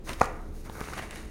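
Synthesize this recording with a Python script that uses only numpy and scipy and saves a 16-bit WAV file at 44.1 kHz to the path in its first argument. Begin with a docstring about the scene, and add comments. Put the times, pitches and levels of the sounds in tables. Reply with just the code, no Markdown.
"""A spoon ploughs through dried herb in a plastic tub, heard from close by.
It dips in and knocks once on the bottom, exciting the tub's damped modes; later touches are lighter.
After a pause it digs on: flakes crackle in tiny impacts, stalks snap by brittle fracture, and the
stick-slip scraping grows brighter with depth. A small room with a low steady rumble reverberates."""
import sys
import numpy as np
from scipy import signal
from scipy.fft import rfft, irfft, next_fast_len
from scipy.io import wavfile
from scipy.ndimage import map_coordinates

SR = 44100
rng = np.random.default_rng(int(sys.argv[2]) if len(sys.argv) > 2 else 0)


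def unload_audio(sound):
    """Save the sound as a 16-bit wav file, at the path given as the first command line argument."""
    columns = np.transpose(np.atleast_2d(sound))
    # keep every value between -1 and 1, then stretch to whole-number steps
    steps = np.round(np.clip(columns, -1, 1) * 32767)
    wavfile.write(sys.argv[1], SR, steps.astype(np.int16))


N = 57330


def amp(db):
    """Amplitude ratio of a level in decibels."""
    return 10 ** (np.asarray(db) / 20)


def unit(x):
    """Normalisation to rms 1."""
    return x / np.sqrt(np.mean(x ** 2) + 1e-20)


def along(points, hz):
    """Interpolation of (f, value) points on a logarithmic frequency axis."""
    f, values = np.transpose(points)
    return np.interp(np.log(hz + 1), np.log(f + 1), values)


def curves(rows):
    """Linear interpolation in time: one curve for each column after the first."""
    times, *columns = np.transpose(rows)
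    return [np.interp(np.arange(N) / SR, times, column) for column in columns]


def coloured(x, spectrum):
    """Minimum-phase filter with the given spectrum; white noise keeps its power."""
    m = 2 * next_fast_len(N)
    gain = unit(amp(along(spectrum, np.fft.rfftfreq(m, 1 / SR))))
    cepstrum = irfft(np.log(gain))[:m // 2]
    cepstrum[1:] *= 2
    return irfft(rfft(x, m) * np.exp(rfft(cepstrum, m)))[:N]


def add(track, start_s, sound):
    """Superposition of a sound on the track."""
    part = track[max(round(start_s * SR), 0):][:len(sound)]
    part += sound[:len(part)]


def grains(per_s, spread_db):
    """Shot noise: impulses of random time, size and sign, rms 1."""
    size = amp(spread_db * np.clip(rng.standard_normal(N), -2, 2))
    occurs = rng.random(N) < per_s / SR
    return unit(occurs * size * rng.choice([-1, 1], N))


# Spectrum of the room's rumble: f/Hz, relative level/dB
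RUMBLE_SPECTRUM = [(15, -23), (42, 1.5), (66, 2.5), (95, -3), (200, -13), (330, -9), (480, -16.5),
                   (1000, -31), (3000, -40.5), (15000, -54)]
# Envelope of the deep hum: t/s, level/dB
HUM_ENVELOPE = [(0, -43), (.3, -40.5), (.6, -39), (.85, -51.5), (1.2, -46.5)]
# Faint low tones of the room: f/Hz, relative level/dB
DRONE_TONES = [(69, -2), (161, -8.5), (211, -4.5), (320, -7), (433, -9)]
# Their common envelope: t/s, level/dB
DRONE_ENVELOPE = [(0, -61), (.5, -49.5), (.95, -56.5), (1.26, -48.5)]
def background(rumble_db=-44.5, hum_hz=26.9, drift_hz=4.37):
    """Stationary noise rumbles; slow modulation makes a deep hum swell and fade and faint tones waver."""
    t = np.arange(N) / SR
    hum = unit(np.sin(2 * np.pi * (hum_hz * t + rng.random())))
    drone = np.zeros(N)
    for hz, db in DRONE_TONES:
        drift = drift_hz * map_coordinates(rng.standard_normal(size=16), [10 * t])  # 10 values a second
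        cycles = np.cumsum(hz + drift) / SR + rng.random()
        drone += amp(db) * unit(np.sin(2 * np.pi * cycles))
    rumble = amp(rumble_db) * unit(coloured(rng.standard_normal(N), RUMBLE_SPECTRUM))
    return rumble + amp(curves(HUM_ENVELOPE)[0]) * hum + amp(curves(DRONE_ENVELOPE)[0]) * drone


# Envelope of the stirred flakes: t/s, level/dB
RUSTLE_ENVELOPE = [(0, -112), (.036, -76), (.046, -57), (.07, -52.5), (.092, -45), (.135, -52), (.165, -59),
                   (.205, -53.5), (.217, -44), (.26, -66), (.31, -64), (.53, -68), (.555, -59),
                   (.605, -57.5), (.632, -64.5), (.66, -53), (.685, -60.5), (.74, -54.5), (.81, -51.5),
                   (.96, -51), (.985, -45.5), (1.008, -56.5), (1.03, -51), (1.085, -61), (1.165, -51.5),
                   (1.3, -63)]
# Spectra of loose and of packed flakes: f/Hz, relative level/dB
LOOSE_SPECTRUM = [(200, -14), (1000, -2.5), (2400, 3), (3150, -7), (3700, 0), (5300, 0.5), (6700, 4),
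                  (7400, -4.5), (9400, 0.5), (11500, 0), (13200, -3), (15500, -4.5)]
PACKED_SPECTRUM = [(200, -6), (1000, -9), (2700, -4), (3250, -5), (3700, 5), (5300, -0.5), (6500, 3.5),
                   (7700, -3.5), (9400, 3.5), (11500, -5.5), (13200, -11.5), (15500, -20)]
def rustle():
    """Impacts of dry flakes on the spoon sum to shot noise: airy on top, duller where they are packed."""
    level_db, = curves(RUSTLE_ENVELOPE)
    ticks = amp(level_db) * grains(per_s=2200, spread_db=0.5)
    return by_depth(ticks, LOOSE_SPECTRUM, PACKED_SPECTRUM)


# The spoon's scraping, and the diffuse wash dying away after the knock (0.21 to 0.62 s):
# t/s, level/dB, depth (0 to 1)
SCRAPE_AND_WASH = [(.045, -75, 0), (.078, -41.5, 0.55), (.096, -34.5, 0.58), (.135, -41.5, 0.65),
                   (.165, -52.5, 0.2), (.21, -43, 0.74), (.3, -46.5, 0.44), (.62, -73, 0.08),
                   (.66, -47, 0.3), (.72, -54, 0), (.81, -39.5, 0.13), (.835, -46, 0.64),
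                   (.938, -41.5, 0.44), (.962, -45.5, 1), (.978, -33.5, 0.63), (.996, -35, 0.76),
                   (1.006, -45.5, 1), (1.033, -40.5, 1), (1.085, -52, 0.6), (1.11, -46, 1),
                   (1.17, -46, 0.89), (1.3, -57, 0.73)]
# Clumps giving way: t/s, level/dB
CRUMBLING_CLUMPS = [(0.753, -39), (0.774, -41), (0.813, -28.5), (0.84, -31.5), (0.857, -35), (0.873, -31),
                    (0.886, -30), (0.902, -36), (0.916, -35.5), (0.9345, -27.5), (.94, -39), (0.98, -28.5),
                    (0.989, -30)]
# Spectra of shallow and of deep scraping: f/Hz, relative level/dB
SHALLOW_SPECTRUM = [(40, -3.5), (150, -2), (400, 2.5), (800, -4), (1200, 1.5), (1550, 1.5), (1750, -4),
                    (2250, -7), (3100, -28), (8000, -47.5)]
DEEP_SPECTRUM = [(40, -23), (150, 1.5), (420, -3.5), (750, -0.5), (1300, -6), (2000, 1), (2400, -5.5),
                 (2850, -6), (3300, -15.5), (8000, -30)]
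def scrape_and_wash(crunch_t60_s=0.015):
    """Stick-slip friction and crumbling clumps, brighter at depth; also the knock's diffuse tail."""
    level_db, _ = curves(SCRAPE_AND_WASH)
    excitation = amp(level_db) * grains(per_s=3200, spread_db=3.5)
    t = np.arange(SR // 20) / SR
    for start_s, db in CRUMBLING_CLUMPS:
        crunch = amp(db - 60 * t / crunch_t60_s) * rng.standard_normal(len(t))
        add(excitation, start_s, crunch)
    return by_depth(excitation, SHALLOW_SPECTRUM, DEEP_SPECTRUM)


def by_depth(x, shallow, deep):
    """Source-filter model: the depth curve divides the excitation between two spectra."""
    _, depth = curves(SCRAPE_AND_WASH)
    return coloured(x * (1 - depth), shallow) + coloured(x * depth, deep)


# Stalks breaking: t/s, level/dB, resonance f/Hz, T60/s
FRACTURES = [(0.088, -41, 6000, 0.012), (0.0919, -31, 2400, 0.007), (0.094, -26, 8750, 0.0062),
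             (0.1006, -37.5, 2450, 0.0067), (0.112, -42, 7000, 0.024), (0.131, -33.5, 4240, 0.026),
             (0.1333, -38.5, 3040, 0.036), (0.199, -35, 5460, 0.012), (0.2107, -33, 4500, 0.032),
             (0.2149, -25, 8850, 0.0077), (0.231, -34.5, 3950, 0.021), (0.2417, -36.5, 7900, 0.039),
             (0.2557, -33.5, 6900, 0.024), (0.6972, -36.5, 5330, 0.0075), (0.8066, -29, 13100, 0.0073),
             (0.8585, -42.5, 12000, 0.0079), (.9345, -39.5, 4500, 0.041), (0.9368, -40.5, 14700, 0.02),
             (1.109, -31.5, 8000, .013), (1.158, -33.5, 11200, 0.015)]
# Their common spectrum: f/Hz, relative level/dB
FRACTURE_SPECTRUM = [(100, 18.5), (700, -5.5), (2200, 5), (3300, 0.5), (6400, -4.5), (7600, -7.5),
                     (9300, -4.5), (12500, -11), (16000, -12)]
def snaps(ring_db=-6.5):
    """Brittle fracture: each stalk gives a decaying noise burst with its own broad resonance."""
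    out, t = np.zeros(N), np.arange(SR // 20) / SR
    for start_s, db, hz, t60 in FRACTURES:
        noise = rng.standard_normal(len(t))
        resonance = signal.iirpeak(hz, Q=2.4, fs=SR)
        ring = unit(signal.lfilter(*resonance, noise))
        crack = unit(noise + amp(ring_db) * ring)
        add(out, start_s, amp(db - 60 * t / t60) * crack)
    return coloured(out, FRACTURE_SPECTRUM)


# Contacts of spoon and tub: t/s, ring level/dB, cut-off f/Hz (low when cushioned), thud level/dB
TUB_CONTACTS = [ (.21069, -11.4, 1520, -22.7), (.21324, -9.3, 1740, -23.7), (.21493, -1, 6240, -35),
                (0.2419, -29, 2520, -27.5), (0.6977, -27, 1240, -32), (0.8127, -41, 2050, -24),
                (0.9959, -27.5, 2500, -55)]
# Modes of the tub: f/Hz, relative level/dB, T60/s
TUB_MODES = [(111, 1.4, .005), (522, -18.9, .032), (807, -14.9, .047), (837, 4.4, .0084),
             (1209, 3.2, .0039), (1440, -15.3, .033), (1850, -25, .018), (2504, -18, .01),
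             (6510, -16, .0042)]
def knocks(thud_hz=169, thud_t60_s=0.0059):
    """Impact shoves the tub with a thud and excites its damped modes; a cushion of herb dulls the ring."""
    out, t = np.zeros(N), np.arange(SR // 10) / SR
    ring = sum((-1) ** k * amp(db - 60 * t / t60) * np.sin(2 * np.pi * hz * t)
               for k, (hz, db, t60) in enumerate(TUB_MODES))
    thud = -amp(-60 * t / thud_t60_s) * np.sin(2 * np.pi * thud_hz * t)
    thud /= abs(thud).max()
    for start_s, ring_db, cutoff_hz, thud_db in TUB_CONTACTS:
        cushion = signal.butter(2, cutoff_hz, fs=SR)
        add(out, start_s, amp(ring_db) * signal.lfilter(*cushion, ring) + amp(thud_db) * thud)
    return out


# Reverberation time of the room: f/Hz, T60/s
REVERB_TIMES = [(100, 0.13), (500, 0.65), (1300, 0.6), (4000, 0.29), (12000, 0.35)]
# Colour of the reverberation: f/Hz, relative level/dB
REVERB_SPECTRUM = [(60, -1), (400, 4.5), (850, 0.5), (1400, 3.5), (2050, 6.5), (4000, 6.5), (14000, 6)]
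def reverberation(x, delay_s=0.008):
    """The room's diffuse field decays exponentially, each frequency at its own rate."""
    hz, t, noise = signal.stft(rng.standard_normal(SR // 2), SR, nperseg=256)
    decay = amp(-60 * t / along(REVERB_TIMES, hz)[:, None])
    _, tail = signal.istft(noise * decay, SR, nperseg=256)
    response = np.pad(tail / np.linalg.norm(tail), (round(delay_s * SR), 0))
    return coloured(signal.fftconvolve(x, response)[:N], REVERB_SPECTRUM)


def scene(reverb_db=-10):
    """Superposition of direct sound, reverberation and background, in one channel."""
    direct = rustle() + scrape_and_wash() + snaps() + knocks()
    return (direct + amp(reverb_db) * reverberation(direct) + background())[None]


def record(dry, cutoff_hz=15850):
    """An ideal low-pass filter removes the highest treble."""
    m = 2 * next_fast_len(N)
    passband = np.fft.rfftfreq(m, 1 / SR) < cutoff_hz
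    return irfft(rfft(dry, m) * passband, m)[:, :N]


dry = scene()
out = record(dry)
unload_audio(out)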